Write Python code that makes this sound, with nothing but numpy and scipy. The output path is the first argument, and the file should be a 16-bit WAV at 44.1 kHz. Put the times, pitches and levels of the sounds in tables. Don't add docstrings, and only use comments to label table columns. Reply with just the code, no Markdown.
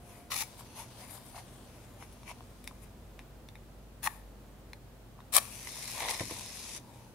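import sys
import numpy as np
from scipy import signal
from scipy.fft import rfft, irfft, next_fast_len
from scipy.io import wavfile
from scipy.ndimage import uniform_filter1d, map_coordinates

SR = 44100
rng = np.random.default_rng(int(sys.argv[2]) if len(sys.argv) > 2 else 0)


def unload_wav(signal):
    wavfile.write(
        sys.argv[1],
        SR,
        np.round(np.clip(np.atleast_2d(signal).T, -1, 1) * 32767).astype(np.int16),
    )


N = 314874
T = np.arange(N) / SR
M = next_fast_len(N, True)
HZ = np.maximum(np.arange(M // 2 + 1) * SR / M, 1)

# (start [s], attack [s], end [s], release [s], level [dB], easing midway [dB],
#  low body at the start [dB], low body at the end [dB])
STROKES = [(.298, .023, .421, .012, -36.3, 2.6, 2, 2), (4.021, .022, 4.073, .009, -36, 1.3, -5, 5),
           (5.318, .032, 5.384, .006, -28.3, 1, -1.5, 4)]
# (time [s], peak level [dB], brightness [Hz], t60 [s])
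POPS = [(5.672, -31, 2400, .014), (5.878, -37, 7000, .012), (5.900, -34, 8000, .008),
        (6.005, -29, 1800, .012), (6.023, -30, 900, .018), (6.039, -29.5, 1000, .012),
        (6.058, -28, 800, .008), (6.085, -24, 2200, .028), (6.094, -25, 7000, .007),
        (6.110, -24.5, 5000, .009), (6.144, -30, 5000, .012), (6.150, -32, 2500, .008),
        (6.167, -33, 11000, .005), (6.1965, -28, 4000, .011)]
FLARE_S, SPENT_S, DIE_S = 6.06, 6.772, 0.015


def matchbox():
    # (frequency [Hz], width [Hz], level [dB])
    drawer_open = [(960, 150, -7), (1170, 160, 12), (1900, 400, 1), (2500, 500, -3), (2900, 400, -7),
                   (3750, 550, 4.5), (4200, 400, -3), (5450, 600, -4), (7200, 1200, -9), (9800, 1900, -7)]
    # (frequency [Hz], width [Hz], level [dB])
    drawer_shut = [(920, 140, 4), (1230, 150, -7), (1800, 350, -3), (2320, 350, 2), (2760, 400, -6),
                   (3620, 430, -1), (4200, 500, -6), (5530, 1300, -5), (6900, 1200, -4), (9550, 1500, -0.5)]
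    # (frequency [Hz], width [Hz], level [dB])
    miss_box = [(900, 72, 4.5), (1100, 180, 1.5), (1780, 230, 3.5), (2410, 220, -4), (2620, 170, -14),
                (3520, 400, -7), (4100, 460, -14), (5630, 700, -15.5), (9900, 980, -6)]
    # (frequency [Hz], width [Hz], level [dB])
    strike_box = [(595, 29, 6.5), (776, 170, 6.5), (1170, 167, 10), (1780, 200, 6), (2400, 310, 5.5),
                  (3400, 1600, -2), (4100, 300, -1), (5600, 500, 0), (7270, 960, -3), (9360, 1150, 4.5)]
    # (time [s], peak level [dB], brightness [Hz], t60 [s])
    snags = [(.3178, -25, 1700, .016), (.410, -34, 2300, .018), (.422, -30, 1000, .025),
             (4.0415, -27, 11000, .02), (4.062, -29, 1800, .025), (4.0726, -16.5, 1150, .013),
             (5.3500, -20, 9000, .015), (5.3555, -15, 10000, .003), (5.3635, -21, 900, .02),
             (5.3658, -5.8, 9500, .014), (5.3822, -16, 2200, .009)]
    slide, miss, strike = STROKES
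    out = scrape(slide, drawer_open, drawer_shut, rate=9000, spread_db=0.5, grit_db=-12, judder_db=1.3, count=3)
    out = out + scrape(miss, miss_box, miss_box, rate=8300, spread_db=2.5, grit_db=-11, judder_db=1.8)
    out = out + scrape(strike, strike_box, strike_box, rate=15000, spread_db=2.5, grit_db=-6.0, judder_db=0.7)

    miss_cut_hz = 700
    miss_response = body(miss_box) * bass_cut(miss_cut_hz) ** 3
    rings = [irfft(response) for response in (body(drawer_open), miss_response, body(strike_box))]
    for snag in snags:
        stroke_index = np.searchsorted([miss[0], strike[0]], snag[0])
        out = out + burst(*snag, rings[stroke_index])
    return out


def scrape(stroke, first, last, rate, spread_db, grit_db, judder_db, count=1):
    start, attack, end, release_s, db, easing_db, body_start_db, body_end_db = stroke
    press_power = 1.4
    press = np.clip((T - start) / attack, 0, 1) ** press_power
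    along = np.clip((T - start - attack) / (end - start - attack), 0, 1)
    drag_db, drag_s = -17, 0.064
    let_go = np.maximum(release(end, release_s), undb(drag_db) * release(end, drag_s))

    judder_hz = 330
    slips = grains(rate, spread_db) * undb(judder_db * walk(judder_hz))
    grit = undb(grit_db) * resonance(7600, 9300)
    sound = 0
    for k, modes in enumerate(np.linspace(first, last, count)):
        nearness = np.maximum(1 - np.abs(along * (count - 1) - k), 0)
        sound = sound + unit(through(slips, body(modes) + grit)) * nearness

    body_hz = 1970
    low = through(sound, 1 / (1 + (HZ / body_hz) ** 8))
    sound = sound - low + low * undb(body_start_db + (body_end_db - body_start_db) * along)
    return sound * press * let_go * undb(db - easing_db * np.sin(np.pi * along))


def fingers(rub_db=-0.5, skin_db=-1.5, grip_treble_db=-6.0):
    # (frequency [Hz], width [Hz], level [dB])
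    tap_box = [(730, 94, -2), (1010, 220, 1), (1840, 150, -8), (2600, 500, -11)]
    # (time [s], peak level [dB], brightness [Hz])
    taps = [(.303, -41, 1100), (.608, -39.5, 1000), (0.663, -46, 1200), (1.178, -43, 750),
            (1.346, -42, 990), (1.379, -38, 800), (2.025, -38, 1190), (2.232, -45, 900), (2.303, -43, 1050),
            (2.313, -35.5, 850), (2.407, -40, 680), (2.711, -41.5, 750), (5.190, -41.5, 1000),
            (5.204, -40.5, 960), (5.423, -41, 1000)]
    # (time [s], peak level [dB], brightness [Hz],
    # ring of the stick [Hz], its level [dB], rattle afterwards relative to the contact [dB])
    ticks = [(.567, -45, 4500, 4000, 0, -24), (.912, -45, 2500, 3000, -4, -24),
             (1.384, -39, 4000, 4200, -4, -22), (2.027, -40, 2200, 4000, -6, -24),
             (2.125, -44, 12000, 12500, -4, -24), (2.233, -42, 3000, 3800, 0, -28),
             (2.313, -35, 2500, 2500, -2, -30), (2.642, -34, 9500, 8000, -4, -28),
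             (2.6724, -40, 5000, 4200, -2, -20), (2.6759, -20.5, 4500, 4600, -2, -36),
             (3.1924, -32, 1900, 2400, -5, -31), (3.4880, -34, 3000, 3580, 4, -35),
             (3.555, -38.5, 1900, 3600, -4, -31), (4.7329, -28.5, 1900, 4120, 9, -40),
             (5.204, -46, 3000, 3700, -2, -26)]
    # (middle [s], length [s], level [dB], treble relative to it [dB],
    # note of the hollow box [Hz], its relative level [dB], rasp of the wall, relative [dB])
    swipes = [(0.142, 0.14, -60.5, -1.5, 1020, -26, -10), (0.597, 0.026, -55.5, 0.5, 990, -13, -12),
              (0.799, 0.056, -47.5, -3.5, 963, -5.5, -13.5), (1.019, 0.073, -54, -4.5, 644, -10, -12),
              (1.134, 0.077, -55, 3.5, 650, -21, -15), (1.285, 0.09, -68.5, 7, 750, -5, -15),
              (1.378, 0.048, -50.5, -8, 750, -3.5, -11), (2.019, 0.051, -59, -5, 810, -3, -6.5),
              (2.296, 0.04, -51.5, -6, 1020, -3, 0), (2.835, 0.03, -62.5, 2, 1000, -12, -15),
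              (4.13, 0.09, -63, 0, 950, -12, -8), (6.953, 0.27, -64, -6, 920, -2.5, -21)]
    # (frequency [Hz], level [dB])
    rub_colour = [(350, -17), (600, -4), (1010, -4.5), (1250, -10), (1510, -10), (2300, -13), (3700, -14),
                  (4790, -16.5), (7000, -17.5), (9500, -25), (15400, -60)]

    box_ring = irfft(body(tap_box))
    hits = sum(burst(s, db, hz, 0.0026, box_ring, order=2) for s, db, hz in taps)
    hits = hits + sum(tick(*row) for row in ticks)

    drag = grains(9000, spread_db=1.6) * undb(0.75 * walk(160))
    hollow_width_hz = 260
    low, hollow, rasp = grip(), 0, 0
    high = low * undb(grip_treble_db)
    for s, length, db, treble_db, note_hz, note_db, rasp_db in swipes:
        speed = np.exp(-2 * ((T - s) / length) ** 2)
        low = np.hypot(low, speed * undb(db))
        high = np.hypot(high, speed * undb(db + treble_db))
        note = unit(through(drag, resonance(note_hz, hollow_width_hz) ** 2))
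        hollow = hollow + note * speed * undb(db + note_db)
        rasp = rasp + speed * undb(db + rasp_db)

    wall = unit(through(grains(1000, spread_db=1.8), resonance(2220, 1000) ** 2)) * rasp
    cardboard = unit(through(drag, colour(rub_colour))) * undb(rub_db) * low
    skin = unit(through(grains(9000, spread_db=2.0), resonance(10040, 5100) ** 2)) * undb(skin_db) * high
    return hits + cardboard + hollow + wall + skin


def tick(s, db, hz, stick_hz, stick_db, rattle_db, size=8192):
    # (frequency [Hz], width [Hz], level [dB])
    tick_box = [(920, 240, 3), (1850, 300, 0), (2130, 300, 1), (3600, 260, -2), (5300, 800, -13),
                (7200, 600, -19), (10000, 2200, -6.5)]
    stick_width_hz, rattle_t60 = 130, 0.096
    push = rng.standard_normal((2, size)) * undb(rattle_db - 60 * T[:size] / rattle_t60)
    push[0, 0] += 1
    ring = body(tick_box) + undb(stick_db) * resonance(stick_hz, stick_width_hz)
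    sound = through(push, ring * resonance(hz, 2 * hz))
    return np.roll(sound, int(s * SR), axis=1) * undb(db) / np.abs(sound[0]).max()


def grip():
    level_db, settles_s, fade_db_per_s, end_s = -60.5, 1.23, 5.5, 2.88
    held = (T > STROKES[0][2]) * release(end_s, 0.055)
    return held * undb(level_db - fade_db_per_s * np.maximum(T - settles_s, 0))


def flame(flutter_db=1.0, puff_top_hz=1300):
    # (frequency [Hz], level [dB])
    fizz_colour = [(880, -20), (1500, -5), (1800, -3.5), (2500, 1.5), (3280, -6.5), (3800, -5), (5950, -2),
                   (8130, -4), (10300, -0.5), (12000, -5), (14500, -12.5), (15500, -18)]
    # (frequency [Hz], level [dB])
    jet_colour = [(180, -43), (300, -8), (360, -10.5), (500, -4), (700, -3.5), (986, 0), (1210, -6.5),
                  (1400, -24), (1860, -5), (2180, -6), (2900, -16), (3550, -8.5), (4300, -18), (5850, -27),
                  (9900, -120)]
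    # (frequency [Hz], width [Hz], level [dB])
    pop_body = [(960, 200, 7), (2130, 460, 6.5), (3670, 510, -3), (5500, 2000, -7)]
    # (time [s], peak level [dB], brightness [Hz], t60 [s])
    puffs = [(6.207, -28.5, 520, .052), (6.310, -36, 380, .08)]
    # (frequency [Hz], width [Hz], level [dB])
    puff_body = [(86, 29, 14), (260, 340, -4), (570, 300, -4.5), (930, 51, 4)]
    fizz_gain, jet_gain = burning()

    sparks = unit(grains(11000, spread_db=-0.5) * undb(0.6 * walk(70)))
    crackle = undb(-3) * unit(grains(450, spread_db=2.2))
    fizz = unit(through(sparks + crackle, colour(fizz_colour)))
    fizz_top_hz, fizz_dulls_s = 11400, 1.2
    top = through(fizz, 1 - 1 / (1 + (HZ / fizz_top_hz) ** 20))
    fizz = fizz - top * (1 - release(FLARE_S, fizz_dulls_s))

    sputter_hz, sputter_db = 72, 11
    cycle = np.cumsum(sputter_hz * (1 + .15 * walk(40))) / SR % 1
    gas = rng.standard_normal((2, N)) * undb(flutter_db * walk(70) - sputter_db * cycle)
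    jet = unit(through(gas, colour(jet_colour)))

    pop_ring = irfft(body(pop_body))
    puff_ring = irfft(body(puff_body) / (1 + 1j * HZ / puff_top_hz) ** 2)
    bursts = sum(burst(*pop, pop_ring) for pop in POPS) + sum(burst(*puff, puff_ring) for puff in puffs)

    wake_hz, wake_db, wake_s = 170, -13, 0.047
    wake = sum(undb(db + wake_db) * (T > s) * release(s, wake_s) for s, db, hz, t60 in puffs)
    eddies = unit(through(gas, resonance(wake_hz, 2 * wake_hz) ** 2)) * wake
    return fizz * fizz_gain + sizzle() + jet * jet_gain + bursts + eddies


def burning():
    # (time [s], decay [s], fizz level [dB], jet level [dB])
    spurts = [(5.830, 0.024, -47, -65), (5.89, .025, -45, -70), (6.005, 0.026, -44.5, -42.5),
              (6.110, 0.019, -36.5, -41.5), (6.146, 0.04, -48.5, -45), (6.210, 0.025, -48, -41),
              (6.315, 0.065, -51, -47), (6.762, 0.022, -48.5, -61)]
    start_db, flare_db, late_db = -55, -45.5, -50.5
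    spread_s, sink_s, spurt_rise_s = 0.45, 0.15, 0.018
    spreading = start_db + (flare_db - start_db) * swell(FLARE_S, spread_s)
    sinking = late_db + (flare_db - late_db) * swell(FLARE_S, sink_s)
    fizz = undb(np.where(T < FLARE_S, spreading, sinking))

    jet_under_fizz_db, jet_flare_db, jet_flare_s = -8.5, -40, 0.089
    jet = np.hypot(fizz * undb(jet_under_fizz_db), undb(jet_flare_db) * swell(FLARE_S, jet_flare_s))
    for s, decay_s, fizz_db, jet_db in spurts:
        spurt = np.where(T < s, swell(s, spurt_rise_s), release(s, decay_s))
        fizz = np.hypot(fizz, spurt * undb(fizz_db))
        jet = np.hypot(jet, spurt * undb(jet_db))
    alight = (T > STROKES[-1][2]) * release(SPENT_S, DIE_S)
    return fizz * alight, jet * alight


def sizzle():
    # (frequency [Hz], width [Hz], level [dB])
    beads = [(3830, 920, -0.5), (5260, 1300, -0.5), (6730, 1700, -1.5)]
    level_db, drift, flicker_db = -53.7, .035, 1.3
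    out = 0
    for hz, width, db in beads:
        hiss = unit(through(grains(3500, spread_db=0.0), resonance(hz, width) ** 2))
        place = np.cumsum(1 + drift * walk(12))
        drifting = np.array([map_coordinates(part, [place], order=2, mode="mirror") for part in hiss])
        out = out + drifting * undb(db + flicker_db * walk(35))
    fade_in = np.clip((T - POPS[0][0]) / .02, 0, 1)
    return unit(out) * undb(level_db) * fade_in * release(SPENT_S, DIE_S)


def faint_tone(hz=705, db=-61):
    fade_out = np.clip((STROKES[0][0] - T) / 0.014, 0, 1)
    return undb(db + 0.88 * walk(29)) * np.sin(2 * np.pi * hz * T + .5 * walk(26)) * fade_out


def room(level_db=-53.5, hum_trim_db=-2):
    # (frequency [Hz], level [dB])
    air_colour = [(15, -37), (25, -6), (48, -7), (82, -8), (119, -8), (152, -14.5), (240, -16.5),
                  (421, -21.5), (523, -21), (1020, -29.5), (1660, -35), (2170, -38), (3340, -40),
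                  (5430, -44), (15500, -45.5)]
    # (frequency [Hz], level before the trim [dB])
    partials = [(50.4, -52), (119.5, -62), (200, -67.5), (239, -65.5)]
    apart = np.interp(np.log(HZ), np.log([100, 700, 3000]), [.21, .42, .9])
    mid = through(rng.standard_normal(N) * undb(.5 * walk(4.17)), colour(air_colour))
    side = through(rng.standard_normal(N), colour(air_colour) * apart)
    gain = undb(level_db) / np.std(through(mid, HZ > 70))
    air = through(mid + np.array([[1], [-1]]) * side, HZ ** 2 / (HZ ** 2 + 55 ** 2)) * gain

    rest_db = -66
    lowest = rest_db + (partials[0][1] - rest_db) * swell(3.76, 2.54)
    levels = [lowest] + [db for hz, db in partials[1:]]
    hum = 0
    for (hz, _), db in zip(partials, levels):
        strength = undb(db + hum_trim_db + 0.93 * walk(6.5))
        hum = hum + strength * np.sin(2 * np.pi * hz * T + 0.71 * walk(3.8))
    return air + np.sqrt(2) * hum


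def surroundings(x, wide_hz, near_db, pan_db, count=4):
    hands_move_hz = 9
    near_t60, room_t60, room_tail_db = .012, .45, -20
    mid, side = x
    apart = HZ / np.hypot(HZ, wide_hz)
    scatter = undb(near_db) * apart
    sign = np.array([[1], [-1]])
    direct = through(mid + sign * through(side, apart), 1 / np.sqrt(1 + scatter ** 2))
    shares = np.array([walk(hands_move_hz) for _ in range(count)])
    shares = shares / np.linalg.norm(shares, axis=0)
    near = sum(share * through(direct, scatter * decay(near_t60)) for share in shares)
    tail = undb(room_tail_db) * through(direct, decay(room_t60))
    return (direct + near + tail) * undb(sign * pan_db / 2)


def decay(t60):
    t = T[:SR // 2]
    echo = rng.standard_normal((2, len(t))) * undb(-60 * t / t60)
    return rfft(unit(echo), M) / np.sqrt(len(t))


def ports(x, left_db=1, right_db=0.0, left_top_db=5.5, right_top_db=-15, notch_db=-6):
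    left = np.interp(HZ, [500, 1000, 6500, 9500, 15000], [0, left_db, left_db, left_top_db, left_db])
    right_hz = [500, 1300, 1650, 2100, 6400, 7600, 11000, 14500]
    right_gains = [0, right_db, notch_db, right_db, 3, right_top_db, right_top_db, right_top_db / 2]
    right = np.interp(HZ, right_hz, right_gains)
    return through(x, undb([left, right]))


def burst(s, db, hz, t60, ring, order=1, size=8192):
    t = np.arange(size) / SR
    push = rng.standard_normal((2, size)) * undb(-60 * t / t60)
    hz = np.clip(hz, 100, SR / 4)
    band = [hz / 1.7, min(hz * 1.7, SR * .45)]
    push = signal.lfilter(*signal.butter(order, band, "band", fs=SR), push)
    sound = signal.fftconvolve(push, ring[None, :size])[:, :size]
    out, start = np.zeros((2, N + size)), int(s * SR)
    out[:, start:start + size] = undb(db) * sound / np.abs(sound).max(axis=1, keepdims=True)
    return out[:, :N]


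def grains(rate, spread_db):
    sizes = undb(spread_db * np.minimum(rng.exponential(size=N), 5))
    return (rng.random(N) < rate / SR) * sizes * rng.standard_normal((2, N))


def walk(rate):
    k = max(int(SR / rate), 1)
    steps = np.repeat(rng.standard_normal(N // k + 1), k)
    return 1.3 * uniform_filter1d(steps, k)[:N]


def swell(s, length):
    return np.exp(-((T - s) / length) ** 2)


def release(s, decay_s):
    return np.exp(-np.clip((T - s) / decay_s, 0, 30))


def resonance(hz, width):
    return 1 / (1 + 1j * (HZ ** 2 - hz ** 2) / (HZ * width))


def body(modes):
    return sum(undb(db) * resonance(hz, width) for hz, width, db in modes)


def colour(points):
    hz, db = np.transpose(points)
    outside = np.minimum(HZ / hz[0], 1) * np.minimum(hz[-1] / HZ, 1)
    return undb(np.interp(np.log(HZ), np.log(hz), db)) * outside ** 3


def bass_cut(hz):
    return 1 / (1 - 1j * hz / HZ * np.sqrt(2) - (hz / HZ) ** 2)


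def through(x, response):
    return irfft(rfft(x, M) * response, M)[..., :N]


def unit(x):
    return x / np.sqrt(np.mean(x ** 2))


def undb(db):
    return 10 ** (np.asarray(db) / 20)


def scene(box_cut_hz=450):
    handling = through(matchbox() + fingers(), bass_cut(box_cut_hz))
    box = surroundings(handling, wide_hz=3020, near_db=-1.5, pan_db=1.3)
    fire = surroundings(flame(), wide_hz=2620, near_db=-9.5, pan_db=1.0)
    return ports(box + fire) + room() + faint_tone()


def record(dry):
    return signal.sosfilt(signal.ellip(8, .2, 70, 15600, fs=SR, output="sos"), dry)


dry = scene()
out = record(dry)
unload_wav(out)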